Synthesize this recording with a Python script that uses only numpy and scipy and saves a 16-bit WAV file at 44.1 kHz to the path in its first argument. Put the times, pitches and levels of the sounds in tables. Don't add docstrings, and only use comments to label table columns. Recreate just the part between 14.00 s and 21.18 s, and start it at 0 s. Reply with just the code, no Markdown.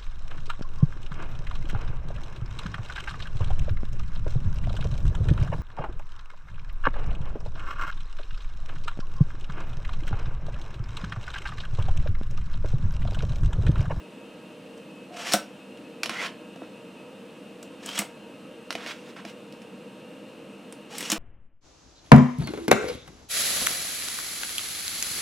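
import sys
import numpy as np
from scipy import signal
from scipy.fft import rfft, irfft, next_fast_len
from scipy.io import wavfile
from scipy.ndimage import uniform_filter1d

SR = 44100
rng = np.random.default_rng(int(sys.argv[2]) if len(sys.argv) > 2 else 0)


def generate_wav(sig):
    pcm = np.round(np.clip(np.atleast_2d(sig).T, -1, 1) * 32767).astype(np.int16)
    wavfile.write(sys.argv[1], SR, pcm)


N = 316638
T = np.arange(N) / SR
HIT_T = T[:SR // 2]


# (time [s], snap level [dB], snap ring [Hz], snap tilt [dB/octave],
# after-ring delay [s], after-ring level [dB], after-ring pitch [Hz],
# jolt level [dB], jolt centre [Hz], jolt width [octaves])
DISK_EXITS = [(1.3357, -14.5, 3980, -1, .0037, -24, 1400, -21.5, 450, 3.6),
              (3.99, -21, 8600, 0, .003, -25, 2250, -27, 202, 0.64),
              (7.118, -19, 7500, -1.5, .011, -29.5, 1510, -18.5, 300, 0.38)]
# (pitch [Hz], level [dB], t60 [s])
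CASE_MODES = [(207, 3.5, 0.11), (318.6, -6.5, 0.25), (512, -10.5, 0.2), (568, 6, 0.06), (698, 5, 0.08),
              (733, 3.5, 0.078), (1170, -14, .17), (1320, -14, 0.22), (1520, -1.5, 0.14), (2304, -15, 0.19),
              (2740, -12, 0.1), (3560, -4, 0.13), (3930, -2, 0.098), (5050, -7, .13), (5516, -8, 0.17),
              (6000, -7, .13)]
def shutter_snaps():
    snap_ring_db, after_ring_db, after_tilt_db = 8, 21, 0.5
    snaps, jolts = [], []
    for s, db, hz, tilt_db, delay, after_db, after_hz, jolt_db, jolt_hz, octaves in DISK_EXITS:
        snaps.append((s, db, hz, snap_ring_db, tilt_db))
        snaps.append((s + delay, after_db, after_hz, after_ring_db, after_tilt_db))
        jolts.append((s + 0.402 * delay, jolt_db, jolt_hz, octaves))
    return drive_clicks(snaps) + knocks(jolts, CASE_MODES, build_s=0.0023)


# (time [s], level [dB], ring [Hz], ring boost [dB], tilt [dB/octave])
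GUIDE_CATCHES = [(0.776, -54, 6500, 6, -3), (1.269, -32, 2150, 22, -5), (1.322, -24, 4500, 14, -2),
                 (1.327, -28, 5530, 15, 0), (3.6283, -42.5, 7450, 11, -3), (3.8607, -35, 7660, 14, 2),
                 (3.8894, -32, 3060, 15, -4.5), (3.9782, -27.5, 3170, 15, -3), (6.725, -40, 9100, 16, -4),
                 (6.9824, -30, 8000, 11, 2), (7.0073, -31, 1900, 17, 0.5), (7.027, -31, 2970, 12, -3),
                 (7.1008, -22, 6350, 15.5, -2.5)]
def guide_catches():
    return drive_clicks(GUIDE_CATCHES)


# (frequency [Hz], level [dB])
SNAP_EQ = [(100, -31), (250, -2), (700, -10), (1000, -2), (3000, -2), (5500, -2), (8500, -0.5), (12000, -4),
           (15500, -11.5)]
# (centre [Hz], width [Hz], boost [dB])
SLOT_PEAKS = [(676, 60, 5), (1990, 120, -3), (2950, 160, 3), (3500, 150, -0.5), (5560, 320, 6),
              (6600, 320, 0.5), (7970, 220, 3.5)]
def drive_clicks(hits):
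    return cracks(hits, SNAP_EQ, SLOT_PEAKS, crack_t60=0.02, tick=2.8, rattle_db=-7.5, rattle_t60=0.088)


# (start [s], length [s], level [dB], tilt [dB/octave], shutter drag before the exit [s])
DISK_PULLS = [(1.098, 0.23, -37.5, -0.5, 0.069), (3.776, 0.2, -39.5, .5, .038),
              (6.871, 0.236, -38.5, 2, 0.014)]
# (frequency [Hz], level [dB])
SCRAPE_EQ = [(120, -19), (400, -6.5), (800, 2), (1100, 2.5), (2800, 4), (4200, -1.5), (7000, -5),
             (10000, -13.5), (15500, -28.5)]
def slot_scrapes():
    speed_up_s, grip_s, coast_s = 0.13, 0.021, 0.032
    drag_db, fade_db_per_s = 6, 280
    strokes = []
    for start, length, db, tilt_db, shutter_s in DISK_PULLS:
        speed = np.sin(np.pi / 2 * np.clip((T - start) / speed_up_s, 0, 1)) ** 2
        drag = np.clip((T - start - length + shutter_s) / grip_s, 0, 1)
        free_s = np.maximum(T - start - length, 0)
        gain = speed * undb(db + drag_db * drag - fade_db_per_s * np.maximum(free_s - coast_s, 0))
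        tilt = tilt_db - 1.5 * (1 - speed) + drag - 120 * free_s
        strokes.append((gain, tilt))
    return rubbing(strokes, SCRAPE_EQ, SLOT_PEAKS, slips_per_s=12000, spread_db=-2.5, judder_db=2.2)


# (start [s], length [s], pitch [Hz], level [dB])
SHELL_SQUEAKS = [(1.1, 0.16, 702, -44), (1.175, 0.072, 1328, -45), (1.245, 0.055, 1700, -43),
                 (2.159, 0.062, 2035, -32.5), (2.213, 0.084, 1728, -47), (3.87, 0.084, 3130, -42),
                 (3.955, .035, 3380, -39), (6.918, 0.065, 851, -43), (6.97, 0.039, 2210, -46)]
def shell_squeaks():
    out = np.zeros(N)
    for start, length, hz, db in SHELL_SQUEAKS:
        arch = np.sqrt(np.maximum(0, 1 - (2 * (T - start) / length - 1) ** 2))
        out += undb(db) * arch * narrow_noise(hz, hz / 7) / np.sqrt(2)
    return out


# (time [s], clack level [dB], tilt [dB/octave], thump level [dB])
DISK_LANDINGS = [(1.773, -52, 2, -70), (2.0331, -21, -0.4, -43), (2.0589, -27, -0.5, -43),
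                 (2.0946, -26, -2, -32.5), (2.2646, -38.5, -0.5, -58), (2.291, -40, -8, -52),
                 (2.56, -50, -2, -44), (2.6189, -36, -14, -39), (4.7058, -26, -2, -52),
                 (4.726, -34, 1.5, -58), (4.7526, -29, -2, -34), (4.8628, -33, -3.5, -48),
                 (5.251, -37.5, -2, -40.5), (5.525, -47.5, 0.5, -70), (5.618, -48, -.5, -70)]
# (frequency [Hz], level [dB])
CLACK_EQ = [(100, -23), (400, -3.5), (1100, -4), (3000, -1.5), (4500, -4), (5700, -3.5), (7200, -11.5),
            (11000, -14), (15500, -31)]
# (centre [Hz], width [Hz], boost [dB])
SHELL_PEAKS = [(1090, 32, 4.6), (1360, 84, 3.2), (1680, 65, 2.7), (2100, 36, 0.98), (2500, 180, 1.4),
               (5550, 160, 2.6)]
# (pitch [Hz], level [dB], t60 [s])
TABLE_MODES = [(231, 4, 0.12), (320, -3, 0.11), (514, -38, 0.12), (677, 13, 0.021)]
def pile_landings():
    ring_hz, ring_db = 2750, 9.5
    thump_hz, thump_octaves = 450, 0.82
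    clacks = [(s, db, ring_hz, ring_db, tilt_db) for s, db, tilt_db, _ in DISK_LANDINGS]
    thumps = [(s, db, thump_hz, thump_octaves) for s, _, _, db in DISK_LANDINGS]
    shell = cracks(clacks, CLACK_EQ, SHELL_PEAKS,
                   crack_t60=0.013, tick=2.45, rattle_db=-8.5, rattle_t60=0.069)
    return shell + knocks(thumps, TABLE_MODES, build_s=0.00073)


# (start [s], length [s], peak level [dB], tilt [dB/octave])
DISK_SHOVES = [(2.098, .11, -35, -1), (2.21, 0.052, -31.5, -1), (2.621, 0.026, -53.5, -10),
               (4.772, 0.084, -41.5, -1.5), (4.863, 0.052, -36.5, .5), (4.946, .16, -53.5, 4),
               (5.158, 0.041, -43.5, -3.5), (5.253, 0.046, -49, 4)]
# (frequency [Hz], level [dB])
SLIDE_EQ = [(120, -25), (500, -7), (900, -4.5), (1400, 0), (2300, 0), (3200, -1.5), (4500, -8.5),
            (5700, -10.5), (8000, -17.5), (15500, -34.5)]
def pile_slides():
    attack_s, swell_db_per_s, stop_db_per_s = 0.008, 38, 520
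    strokes = []
    for start, length, db, tilt_db in DISK_SHOVES:
        attack = np.clip((T - start) / attack_s, 0, 1)
        past_end_s = T - start - length
        drop_db = np.maximum(-swell_db_per_s * past_end_s, stop_db_per_s * past_end_s)
        strokes.append((attack * undb(db - drop_db), tilt_db))
    return rubbing(strokes, SLIDE_EQ, SHELL_PEAKS, slips_per_s=9000, spread_db=1, judder_db=1)


def cracks(hits, eq, peaks, crack_t60, tick, rattle_db, rattle_t60):
    out = np.zeros(N + len(HIT_T))
    for s, db, ring_hz, ring_db, tilt_db in hits:
        burst, rattle = rng.standard_normal((2, len(HIT_T)))
        burst[0] = -tick
        ring = (ring_hz, 0.4 * ring_hz, ring_db)
        crack = colour(burst * fade(crack_t60), eq, [*peaks, ring], tilt_db)
        crack += undb(rattle_db) * colour(rattle * fade(rattle_t60), eq, peaks, tilt_db)
        crack /= np.sqrt(np.sum(crack ** 2) / (0.005 * SR))
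        start = int(s * SR)
        out[start:start + len(HIT_T)] += undb(db) * crack
    return out[:N]


def knocks(hits, modes, build_s):
    longest_t60 = 0.16
    attack = 1 - np.exp(-HIT_T / build_s)
    out = np.zeros(N + len(HIT_T))
    for s, db, centre_hz, octaves in hits:
        start = int(s * SR)
        for hz, mode_db, t60 in modes:
            gain = undb(db + mode_db) * np.exp(-0.5 * (np.log2(hz / centre_hz) / octaves) ** 2)
            ring = fade(min(t60, longest_t60)) * np.sin(2 * np.pi * (hz * HIT_T + rng.random()))
            out[start:start + len(HIT_T)] += gain * attack * ring
    return out[:N]


def rubbing(strokes, eq, peaks, slips_per_s, spread_db, judder_db):
    slips = (rng.random(N) < slips_per_s / SR) * rng.choice([-1, 1], N)
    slips = unit(slips * undb(spread_db * rng.standard_normal(N)))
    slips *= undb(judder_db * wander(130))
    dull, plain, bright = (unit(colour(slips, eq, peaks, tilt)) for tilt in (-4, 0, 2))
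    out = np.zeros(N)
    for gain, tilt in strokes:
        to_dull, to_bright = np.clip(-tilt / 4, 0, 1), np.clip(tilt / 2, 0, 1)
        out += gain * (plain + to_dull * (dull - plain) + to_bright * (bright - plain))
    return out


# (frequency [Hz], noise density [dB per Hz])
FAN_AIR = [(20, -101), (70, -99.5), (120, -82.5), (200, -70), (320, -71), (390, -81), (800, -85),
           (1300, -89), (2100, -95), (3500, -96), (4800, -102), (10000, -109), (14500, -117), (16000, -123)]
# (centre [Hz], width [Hz], boost [dB])
HUM_PEAKS = [(459, 24.7, 10.5), (496, 63, 10.5), (603.2, 30, 11), (974, 8.3, -5), (2640, 770, 6),
             (8220, 840, 5.5), (10960, 1300, 3.5)]
# (pitch [Hz], rms level [dB])
ROTOR_TONES = [(199, -57), (409, -73), (490, -61.5), (527, -60.5), (598, -65.5), (937, -67.5), (1281, -71),
               (1620, -72.5), (2740, -73), (2772, -68), (2805, -66.5), (2885, -72.5), (3004, -77),
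               (3079, -71.5), (3661, -73.5), (4183, -75), (8393, -83)]
def machine_hum(waver_hz=2, flutter_db=3):
    out = colour(rng.standard_normal(N), FAN_AIR, HUM_PEAKS) * np.sqrt(SR / 2)
    for hz, db in ROTOR_TONES:
        cycles = np.cumsum(hz + waver_hz * wander(14)) / SR + rng.random()
        out += np.sqrt(2) * undb(db + flutter_db * wander(16)) * np.sin(2 * np.pi * cycles)
    return out + hard_disk_whine()


def hard_disk_whine(hz=2576, level_db=-59.5, swell_db=3, period_s=10, crest_s=0.6):
    whine = 0.79 * np.sin(2 * np.pi * hz * T) + 0.47 * narrow_noise(hz, 42)
    swell = np.cos(2 * np.pi * (T - crest_s) / period_s)
    return undb(level_db + swell_db * swell) * whine


def room(x, wet_db, side_eq, t60_low=0.27, t60_high=0.19, predelay_s=0.00092):
    noise = rng.standard_normal(len(HIT_T))
    low = signal.sosfilt(signal.butter(1, 3500, fs=SR, output="sos"), noise)
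    onset = np.clip(HIT_T / predelay_s - 1, 0, 1)
    tail = (low * fade(t60_low) + (noise - low) * fade(t60_high)) * onset
    walls = rng.standard_normal(len(HIT_T)) * fade(0.14) * (HIT_T > 0.002)
    return stereo(x + undb(wet_db) * reverberate(x, tail), colour(reverberate(x, walls), side_eq))


def reverberate(x, response):
    return signal.fftconvolve(x, response / np.sqrt(np.sum(response ** 2)))[:N]


def low_cut(x, edge_hz=120):
    return signal.sosfilt(signal.butter(2, edge_hz, "high", fs=SR, output="sos"), x)


def colour(x, eq, peaks=(), tilt_db=0):
    size = 2 * next_fast_len(len(x) // 2 + 2048)
    hz = np.arange(size // 2 + 1) * SR / size
    eq_hz, eq_db = np.transpose(eq)
    db = np.interp(np.log(hz + 1), np.log(eq_hz), eq_db)
    db += sum(boost / (1 + (2 * (hz - centre) / width) ** 2) for centre, width, boost in peaks)
    db += tilt_db * np.log2(np.maximum(hz, 500) / 3000)
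    cepstrum = irfft(np.log(undb(db)))
    cepstrum[1:size // 2] *= 2
    cepstrum[size // 2 + 1:] = 0
    return irfft(rfft(x, size) * np.exp(rfft(cepstrum)))[:len(x)]


def narrow_noise(hz, rate_hz):
    phase = 2 * np.pi * hz * T
    return wander(rate_hz) * np.sin(phase) + wander(rate_hz) * np.cos(phase)


def wander(rate_hz):
    hold = int(SR / rate_hz)
    steps = np.repeat(rng.standard_normal(N // hold + 1), hold)
    return np.sqrt(2) * uniform_filter1d(uniform_filter1d(steps, hold), hold)[:N]


def fade(t60):
    return np.exp(-np.log(1000) * HIT_T / t60)


def undb(db):
    return 10 ** (np.asarray(db) / 20)


def unit(x):
    return x / np.sqrt(np.mean(x ** 2))


def stereo(mid, side):
    return np.array([mid + side, mid - side])


# (frequency [Hz], side relative to mid [dB])
DRIVE_WIDTH = [(150, -46), (700, -44), (2500, -21), (7000, -18), (14000, -26)]
# (frequency [Hz], side relative to mid [dB])
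HUM_WIDTH = [(60, -3), (110, -14), (200, -23.5), (380, -18.5), (700, -14.5), (1290, -9), (2380, -17.5),
             (4400, -10), (8120, -12.5), (15000, -15)]
def scene():
    drives = low_cut(guide_catches() + shutter_snaps() + slot_scrapes() + shell_squeaks())
    pile = low_cut(pile_landings() + pile_slides())
    drives = room(drives, wet_db=-10, side_eq=DRIVE_WIDTH)
    pile = room(pile, wet_db=-9, side_eq=[(150, -42), (3000, -15)])
    pan_right = undb([[-0.8], [0.8]])
    hum = stereo(machine_hum(), colour(machine_hum(), HUM_WIDTH))
    return drives + pan_right * pile + hum


def record(dry, top_hz=15900):
    return signal.sosfilt(signal.ellip(10, 0.2, 70, top_hz, fs=SR, output="sos"), dry)


dry = scene()
out = record(dry)
generate_wav(out)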